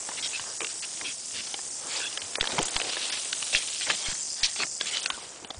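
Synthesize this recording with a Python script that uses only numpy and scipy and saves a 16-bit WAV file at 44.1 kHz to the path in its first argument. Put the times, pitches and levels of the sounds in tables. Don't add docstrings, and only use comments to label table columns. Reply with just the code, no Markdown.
import sys
import numpy as np
from scipy import signal
from scipy.fft import rfft, irfft
from scipy.io import wavfile
from scipy.ndimage import uniform_filter1d, minimum_filter1d

SR = 44100
rng = np.random.default_rng(int(sys.argv[2]) if len(sys.argv) > 2 else 0)


def store_wav(level_fs):
    pcm = np.round(np.clip(np.atleast_2d(level_fs), -1, 1) * 32767)
    wavfile.write(sys.argv[1], SR, pcm.T.astype(np.int16))


def amplitude_ratio(level_db):
    exponent = np.asarray(level_db, float) / 20
    return 10 ** exponent


N = 246519
T = np.arange(N) / SR


def evened(x):
    return x / np.sqrt(np.mean(x ** 2) + 1e-20)


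def drift(length, smooth_samples):
    return evened(uniform_filter1d(rng.standard_normal(length), smooth_samples))


def columns(rows):
    s, *values = np.transpose(rows)
    return [np.interp(T, s, v) for v in values]


def coloured(x, points):
    f, db = np.transpose(points)
    hz = np.fft.rfftfreq(len(x), 1 / SR)
    gain_db = np.interp(np.log(hz + 1), np.log(f + 1), db)
    return evened(irfft(rfft(x) * amplitude_ratio(gain_db), len(x)))


def band(x, low_hz, high_hz, order=2):
    limits_hz = np.clip([low_hz, high_hz], 20, SR / 2.2)
    sos = signal.butter(order, limits_hz, "bandpass", fs=SR, output="sos")
    return evened(signal.sosfilt(sos, x))


def crackle(length, per_s, spread_db):
    chance, size, sign = rng.random((length, 3)).T
    clicks = chance < per_s / SR
    return clicks * amplitude_ratio(-spread_db * np.log(size + 0.0058)) * np.sign(sign - .5)


def track(events):
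    out = np.zeros(N)
    for s, sound in events:
        part = out[round(s * SR):][:len(sound)]
        part += sound[:len(part)]
    return out


def ringing(modes, stroke):
    out = np.zeros(N)
    for hz, width_hz, db in modes:
        drift_db = 1.6 * drift(N, 7000)
        lag_samples = int(rng.integers(0, 120))
        knocks = crackle(N, 700, 0.61) * np.roll(stroke, lag_samples)
        out += amplitude_ratio(db + drift_db) * band(knocks, hz - width_hz / 2, hz + width_hz / 2, order=1)
    return evened(out)


def rattle():
    # (time [s], level [dB], extra treble where no leaves screen it [dB])
    buzz_curve = [(0, -40, -3), (.45, -40, -3.5), (.89, -39.5, -3), (1.31, -40, -0.5), (1.77, -39.5, -3),
                  (2.3, -40, 0), (2.6, -37.5, -4.5), (2.96, -39, 0), (3.11, -37, 0), (3.7, -38, 1.5),
                  (3.95, -37, -3), (4.28, -38.5, -4), (4.89, -38, -8.5), (5.07, -40, 0), (5.22, -47, 0.5),
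                  (5.4, -49, -10), (5.59, -52, -1)]
    # (time [s], shake rate [1/s], unevenness of the two strokes [0-1], beat depth [0-1])
    shake_curve = [(0, 80, .3, .27), (1.2, 79, .3, .22), (2.4, 77.5, .25, .2), (3.2, 77.5, .1, .27),
                   (3.8, 77, .05, .42), (4.3, 76, .12, .35), (4.8, 75, .45, .3), (5.59, 72, .4, .27)]
    # (time [s], squareness [0-1])
    ledge_curve = [(0, 0), (1.1, 0), (1.5, .5), (2.7, .3), (3.4, .3), (4.3, .9), (5, .4), (5.59, .4)]
    # (frequency [Hz], density [dB per Hz])
    shell_spectrum = [(2500, -45), (3900, -28), (4600, -6), (6000, -2), (7500, -1), (8500, -2), (9500, -2),
                      (10300, -2)]
    # (frequency [Hz], width [Hz], level [dB])
    near_segments = [(4930, 280, -2), (6230, 300, 0), (7280, 260, 0), (8550, 260, -6)]
    # (frequency [Hz], width [Hz], level [dB])
    far_segments = [(6000, 280, -3), (6800, 280, 0), (7800, 280, 0), (8850, 280, -2), (9400, 350, -5)]
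    near_db, near_gain_db, far_db, far_loss_db = -9, 7, -4, -10
    low_db, top_db = -6.5, -5

    rate_hz, uneven, depth = columns(shake_curve)
    phase = 2 * np.pi * (np.cumsum(rate_hz) / SR + .035 * drift(N, 1500))
    beat = (1 - uneven) * np.cos(2 * phase) + uneven * np.cos(phase)
    stroke = np.maximum(1 + depth * beat, 0)

    facing, = columns(ledge_curve)
    buzz = coloured(crackle(N, 12000, 0.97) * stroke, shell_spectrum)
    buzz += amplitude_ratio(near_db + near_gain_db * facing) * ringing(near_segments, stroke ** 2)
    buzz += amplitude_ratio(far_db + far_loss_db * facing) * ringing(far_segments, stroke ** 2)

    level_db, treble_db = columns(buzz_curve)
    low_sway_db, mid_sway_db, top_sway_db = [1.0 * drift(N, 4000) for _ in range(3)]
    low = amplitude_ratio(low_db + low_sway_db) * band(buzz, 4200, 5815, order=6)
    middle = amplitude_ratio(mid_sway_db) * band(buzz, 5710, 8800, order=4)
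    top = amplitude_ratio(top_db + treble_db + top_sway_db) * band(buzz, 8650, 12900, order=4)
    return amplitude_ratio(level_db + 1.5) * (low + middle + top)


def leaves():
    # (time [s], weight [dB], dryness [0 soft tread - 1 crisp])
    litter_curve = [(0, -51.5, 0.49), (.3, -50.5, 0.74), (.65, -56, 0.57), (1.0, -52.5, 0.71),
                    (1.2, -59, 0.7), (1.5, -52, 0.71), (1.75, -55.5, 0.52), (1.99, -46, 0.71),
                    (2.29, -52.5, 0.56), (2.54, -41, 0.51), (2.7, -45.5, 0.57), (3.05, -45.5, 0.86),
                    (3.3, -50.5, 0.73), (3.75, -51, 0.88), (4.27, -57.5, 0.64), (4.78, -59.5, 0.55),
                    (4.92, -47, 0.8), (5.59, -58, 0.33)]
    tread_tilt_db, stems_db, edges_tilt_db = -15, 1, 34
    weight_db, dry = columns(litter_curve)
    clumps = amplitude_ratio(2.0 * drift(N, 300))
    tread = amplitude_ratio(tread_tilt_db * (dry - .5)) * band(crackle(N, 3000, 3.3) * clumps, 253, 886)
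    stems = amplitude_ratio(stems_db) * band(crackle(N, 4000, 1.9) * clumps, 690, 2800)
    crisp = amplitude_ratio(edges_tilt_db * (dry - .5)) * band(crackle(N, 5000, 1.8) * clumps, 2650, 4600)
    return amplitude_ratio(weight_db) * (tread + stems + crisp)


def air():
    # (frequency [Hz], density [dB per Hz])
    air_spectrum = [(20, -19), (60, -9), (150, -5.5), (350, -8.5), (700, -7), (1500, -21), (3500, -19.5),
                    (6000, -26.5)]
    return amplitude_ratio(-56.5) * coloured(rng.standard_normal(N), air_spectrum)


def drag(length_s, db, hz, width_hz, swell):
    u = np.linspace(0, 1, round(length_s * SR))
    grit = crackle(14000, 9000, 1.3) * amplitude_ratio(1.7 * drift(14000, 90))
    f = np.linspace(20, 11000, 120)
    curl_db = 3.0 * drift(len(f), 3)
    colour_db = -6 * abs(2 * (f - hz) / width_hz) ** 4 + curl_db
    burst = coloured(grit, np.c_[f, np.maximum(colour_db, -50)])[:len(u)]
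    swell = np.clip(swell, 0, 1)
    shape = (1 - swell) * (1.2 - u) + swell * (u + 1.1)
    taper = np.clip(40 * length_s ** 2 + 0.0053, 0, 1)
    return amplitude_ratio(db) * burst * evened(shape) * signal.windows.tukey(len(u), taper)


def presses():
    # (time [s], length [s], level [dB], centre [Hz])
    press_rows = [(0.09, 0.0058, -40, 850), (0.393, 0.014, -41.5, 1200), (0.441, 0.12, -46.5, 1010),
                  (0.607, 0.059, -44, 750), (0.611, 0.015, -47.5, 430), (1.006, 0.056, -47.5, 720),
                  (1.778, 0.18, -45.5, 990), (1.902, 0.14, -43.5, 814), (2.383, 0.0063, -30.5, 620),
                  (2.499, 0.013, -38, 810), (2.531, 0.046, -39, 334), (2.597, 0.021, -31, 610),
                  (2.81, 0.11, -42.5, 503), (3.004, 0.061, -47, 670), (3.865, 0.019, -34.5, 2000),
                  (3.898, 0.019, -29, 1550), (4.585, 0.075, -43, 530), (5.176, 0.013, -42.5, 765),
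                  (5.501, 0.011, -39.5, 796), (0.605, 0.0087, -39.5, 1100), (5.421, 0.039, -49, 696),
                  (3.526, 0.069, -41.5, 710), (3.87, 0.1, -43, 607), (3.933, 0.29, -45.5, 1000),
                  (3.423, 0.012, -46.5, 700), (1.323, 0.12, -51, 313), (4.361, 0.17, -47.5, 1200),
                  (1.019, 0.1, -51, 284), (4.598, 0.051, -39, 1400), (4.798, 0.093, -53.5, 338),
                  (0.086, .3, -60.5, 300)]
    return track((s, drag(length_s, db, hz, 1.38 * hz, 0.21)) for s, length_s, db, hz in press_rows)


def snap(db, hz, knock_db, knock_hz, t60_s):
    rise_s, crack = .001, 1.1 * 0 + 3.0
    t = np.arange(2000) / SR
    after = np.maximum(t - rise_s, 0) / [[t60_s], [1.1 * t60_s]]
    shape = amplitude_ratio(-60 * after) * np.minimum(t / rise_s, 1)
    splinters = rng.standard_normal((2000, 2)).T * shape
    splinters[:, round(rise_s * SR)] = crack
    ring = evened(np.sin(2 * np.pi * hz * t) * shape[0])
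    ring += .5 * band(splinters[0], hz * .8, hz * 1.2)
    ring += 0.9 * band(splinters[0], 1410, 5200, order=4)
    knock = evened(np.sin(2 * np.pi * knock_hz * t) * shape[1])
    knock += 0.7 * band(splinters[1], 350, 1600)
    return amplitude_ratio(db) * (ring / abs(ring).max() + amplitude_ratio(knock_db) * knock / abs(knock).max())


def sticks():
    # (time [s], peak [dB], ring [Hz], knock [Hz])
    stick_rows = [(.0885, -28.5, 1770, 846), (0.116, -34, 2100, 1010), (.439, -34, 2710, 1070),
                  (1.589, -34, 1810, 800), (2.3824, -27.5, 3100, 450), (2.4271, -24.5, 2023, 443),
                  (2.4407, -24, 3090, 1670), (2.582, -17, 2120, 960), (2.588, -16, 3150, 870),
                  (2.9681, -24, 3580, 1720), (5.544, -37.5, 3700, 685)]
    return track((s, snap(db, hz, 1.5, knock_hz, .02)) for s, db, hz, knock_hz in stick_rows)


def rubs():
    # (time [s], length [s], level [dB], centre [Hz])
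    rub_rows = [(0.33, 0.039, -38, 2610), (1.995, 0.078, -41.5, 1560), (2.009, 0.067, -39.5, 2700),
                (2.02, 0.066, -37, 3390), (0.17, 0.022, -41, 2800), (1.04, 0.065, -38.5, 2570),
                (1.045, .07, -42, 3340), (1.355, 0.057, -43, 3000), (.838, .012, -40, 2700),
                (0.62, .02, -45.5, 420), (3.554, 0.031, -32, 3200), (3.536, 0.022, -35, 2620),
                (3.821, .028, -34.5, 3130), (3.922, .05, -40.5, 3600), (4.038, 0.067, -39, 3300),
                (4.054, .03, -39, 2240), (4.602, 0.029, -36.5, 2600), (5.008, 0.2, -44.5, 1430),
                (4.911, 0.035, -44, 2100), (4.93, 0.057, -35, 3050)]
    return track((s, drag(length_s, db, hz, 360, 0.45)) for s, length_s, db, hz in rub_rows)


def scuffs():
    # (time [s], length [s], level [dB], swell [0 starts hard - 1 grows])
    scuff_rows = [(0.172, 0.027, -37, 0.8), (.223, 0.06, -31, 0.52), (0.328, 0.058, -37.5, 0.95),
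                  (0.688, 0.044, -45, 0.41), (0.824, 0.028, -35.5, 0.43), (1.036, 0.1, -38, 0.05),
                  (1.329, 0.092, -36.5, 0.74), (1.871, 0.13, -35.5, 0.72), (2.654, .035, -54, 0.38),
                  (2.745, 0.012, -39, .3), (2.7587, 0.0074, -30, .8), (2.846, 0.014, -37, .3),
                  (2.868, 0.022, -40, .4), (2.89, 0.016, -33.5, 0.44), (2.922, 0.015, -33, .6),
                  (2.943, 0.0076, -36, 0.56), (3.003, 0.06, -36, 0.34), (3.172, 0.01, -41, .5),
                  (2.399, .005, -36, .5), (2.493, 0.053, -40.5, .3), (2.809, 0.004, -37, 0.26),
                  (.699, 0.011, -40, .3), (3.123, 0.012, -29.5, 0.58), (3.13, 0.068, -39, 0.14),
                  (3.525, 0.054, -28, 0.5), (3.554, 0.02, -26.5, 0.12), (3.577, 0.055, -37, 0.11),
                  (3.819, 0.024, -34, 0.5), (3.888, 0.0096, -29, 0.5), (3.905, 0.054, -33.5, 0.13),
                  (4.043, 0.1, -34.5, 0.25), (4.432, 0.035, -22.5, 0.066), (4.464, 0.035, -38, 0.41),
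                  (4.588, 0.042, -30, 0.57), (4.865, 0.038, -35, 0.19), (4.9, 0.12, -36.5, 0.96),
                  (4.794, 0.075, -41, 0.47), (3.789, 0.11, -41.5, .5), (3.927, 0.17, -39, 0.38),
                  (4.132, 0.13, -49.5, 0.13), (4.555, 0.036, -39, .7), (4.636, .02, -43, .1),
                  (4.359, 0.074, -43, 0.86), (4.47, 0.087, -45.5, 0.18)]
    hz_per_db, width_hz = 42, 4100
    return track((s, drag(length_s, db, 3725 + hz_per_db * (db + 35.0), width_hz, swell))
                 for s, length_s, db, swell in scuff_rows)


def twigs():
    # (time [s], peak [dB], ring [Hz], knock [Hz])
    twig_rows = [(.395, -25, 2970, 1020), (0.6052, -19.5, 2530, 1190), (0.6167, -22, 2380, 430),
                 (0.6308, -29, 2700, 1010), (1.541, -18, 3020, 803), (2.1272, -30, 2870, 1650),
                 (2.174, -15.5, 3250, 1700), (2.354, -15.5, 3530, 1700), (2.4536, -19.5, 2820, 830),
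                 (2.472, -15.5, 3240, 895), (2.6823, -20, 3360, 790), (2.764, -12.5, 3500, 930),
                 (2.7994, -16.5, 2530, 700), (2.8151, -15.5, 3020, 495), (3.425, -19, 2920, 1190),
                 (3.9, -12, 2600, 1730), (3.904, -12.5, 3100, 1910), (4.561, -26, 2670, 865),
                 (4.6666, -31, 4500, 595), (4.8099, -13, 3385, 1630), (5.1015, -12, 3090, 1090),
                 (5.4461, -27.5, 3010, 400), (5.473, -43, 3050, 456), (5.5046, -22, 3530, 785)]
    return track((s, snap(db, hz, -10, knock_hz, .021)) for s, db, hz, knock_hz in twig_rows)


def puff(db, hz, length_s):
    t = np.arange(round(length_s * SR)) / SR
    return -amplitude_ratio(db) * np.sin(2 * np.pi * hz * t) * signal.windows.tukey(len(t), .6)


def puffs():
    # (time [s], level [dB], frequency [Hz], length [s])
    puff_rows = [
        (0.402, -49, 117, 0.02),
        (2.583, -27.5, 165, 0.019),
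        (2.22, -53, 92.08, 0.056),
        (4.121, -40.5, 170, 0.015),
        (4.635, -45, 158, 0.019),
        (5.127, -51.5, 60, 0.025),
        (5.441, -48, 207, 0.019),
        (5.566, -39, 72, 0.053),
    ]
    return track((s, puff(db, hz, length_s)) for s, db, hz, length_s in puff_rows)


def stalks():
    # (time [s], peak [dB], ring [Hz])
    stalk_rows = [(0.645, -19.5, 2740), (0.668, -24, 2810), (1.0114, -24, 2110), (1.47, -28, 4430),
                  (2.1, -40, 3430), (2.163, -35, 3500), (2.2173, -23, 3070), (2.409, -10.5, 3470),
                  (2.519, -21.5, 3970), (2.6273, -30, 3150), (2.6164, -21.5, 3100), (4.945, -24, 2230),
                  (3.1006, -20.5, 3180), (3.124, -19, 4260), (3.328, -14.5, 2960), (3.548, -8.5, 2770),
                  (3.8097, -22, 4300), (3.8168, -20, 3000), (4.126, -28, 3900), (4.151, -27, 4400),
                  (4.4312, -25, 4225), (4.633, -16.5, 2180), (4.948, -23, 2940), (4.9694, -15.5, 3540),
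                  (5.0584, -16.5, 2680), (5.059, -16, 4400)]
    return track((s, snap(db, hz, -18, 1500, .019)) for s, db, hz in stalk_rows)


def swishes():
    # (time [s], length [s], level [dB], centre [Hz])
    swish_rows = [
        (1.889, 0.18, -32.5, 5660),
        (2.65, 0.04, -46, 7300),
        (3.528, 0.067, -32.5, 7010),
        (4.428, 0.046, -30, 5730),
        (5.028, 0.016, -32, 6600),
    ]
    return track((s, drag(length_s, db, hz, 6100, 0.45)) for s, length_s, db, hz in swish_rows)


def jolts():
    # (time [s], step [dB])
    jolt_rows = [
        (2.413, -27),
        (2.616, -35),
        (2.628, -31.5),
        (2.761, -28.5),
        (3.55, -31.5),
        (4.086, -28.5),
        (4.432, -33.5),
        (4.451, -43),
    ]
    drain_s, rise_s = 0.012, 0.000078
    t = T[:4000]
    step = np.exp(-t / drain_s) * (1 - np.exp(-t / rise_s))
    return track((s, amplitude_ratio(db) * step) for s, db in jolt_rows)


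def flicks():
    # (time [s], length [s], level [dB], centre [Hz])
    flick_rows = [
        (2.6133, 0.0045, -32, 7500),
        (2.628, 0.0027, -20, 8800),
        (2.6545, 0.0042, -27.5, 8500),
        (2.662, .004, -32, 8400),
        (2.67, 0.0044, -32, 7800),
        (2.684, 0.0039, -28, 7600),
        (2.807, 0.0031, -38, 6000),
    ]
    return track((s, drag(length_s, db, hz, 6100, 0.45)) for s, length_s, db, hz in flick_rows)


def scene():
    steps = leaves() + presses() + scuffs()
    brush = rubs() + swishes()
    snaps = sticks() + twigs() + stalks()
    camera_hits = puffs() + flicks()
    return (rattle() + air() + steps + brush + snaps + camera_hits)[None]


def dropouts(x):
    # (time [s], length [s], low edge [Hz], high edge [Hz])
    lost_bands = [(.583, .018, 2200, 3900), (.205, .004, 2700, 3700), (.214, .007, 2700, 3900),
                  (.279, .009, 2500, 5300), (.62, .008, 3300, 5300), (.654, .012, 2800, 3400),
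                  (.802, .018, 2300, 3700), (2.183, .018, 2700, 4300), (2.362, .036, 2500, 4300),
                  (2.382, .016, 3900, 5700), (2.398, .01, 4900, 5700), (2.484, .008, 2400, 3900),
                  (2.598, .008, 7200, 9000), (2.604, .012, 8800, 11000), (2.638, .013, 7500, 11000),
                  (2.689, .016, 5400, 6300), (2.697, .008, 5400, 9200), (2.78, .01, 2200, 3400),
                  (3.104, .012, 5170, 8300), (3.317, .006, 2100, 3100), (3.335, .006, 2100, 3100),
                  (4.402, .024, 5200, 5900), (4.414, .011, 3700, 4500), (5.013, .012, 5200, 8300),
                  (5.046, .008, 3900, 5800), (5.078, .02, 3600, 5300), (5.085, .012, 2300, 3700),
                  (5.111, .006, 2700, 6300), (5.454, .017, 5000, 7800), (5.478, .017, 3900, 6300),
                  (5.491, .009, 2700, 4700)]
    hz, t, z = signal.stft(x, SR, nperseg=256, noverlap=192)
    cells = rng.random((len(t) // 6 + 1, len(hz) // 3 + 1)).T
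    cells = cells[np.arange(len(hz)) // 3][:, np.arange(len(t)) // 6]
    level_db = 10 * np.log10((abs(z[0]) ** 2).sum(0) + 1e-12)
    jump_db = -minimum_filter1d(-level_db, 40) - level_db
    chance = np.interp(hz, [2000, 4500, 5200, 9400, 9900], [0, .02, .1, .09, .12])[:, None]
    lost = cells < chance * (1 + np.clip(jump_db - 8, 0, 10) / 2.5)
    for s, length_s, low_hz, high_hz in lost_bands:
        inside = ((hz > low_hz) & (hz < high_hz))[:, None]
        lost = lost | inside & (t > s - .002) & (t < s + length_s + .002)
    return signal.istft(z * np.where(lost, amplitude_ratio(-53), 1), SR, nperseg=256, noverlap=192)[1][..., :N]


def band_limit(x):
    return signal.sosfilt(signal.butter(12, 10780, fs=SR, output="sos"), x)


def record(dry):
    heard = dropouts(dry + jolts())
    limit = signal.firwin(501, 10130, window=("kaiser", 10), fs=SR)
    mix = signal.oaconvolve(heard, limit[None], "same")
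    return band_limit(mix)


dry = scene()
out = record(dry)
store_wav(out)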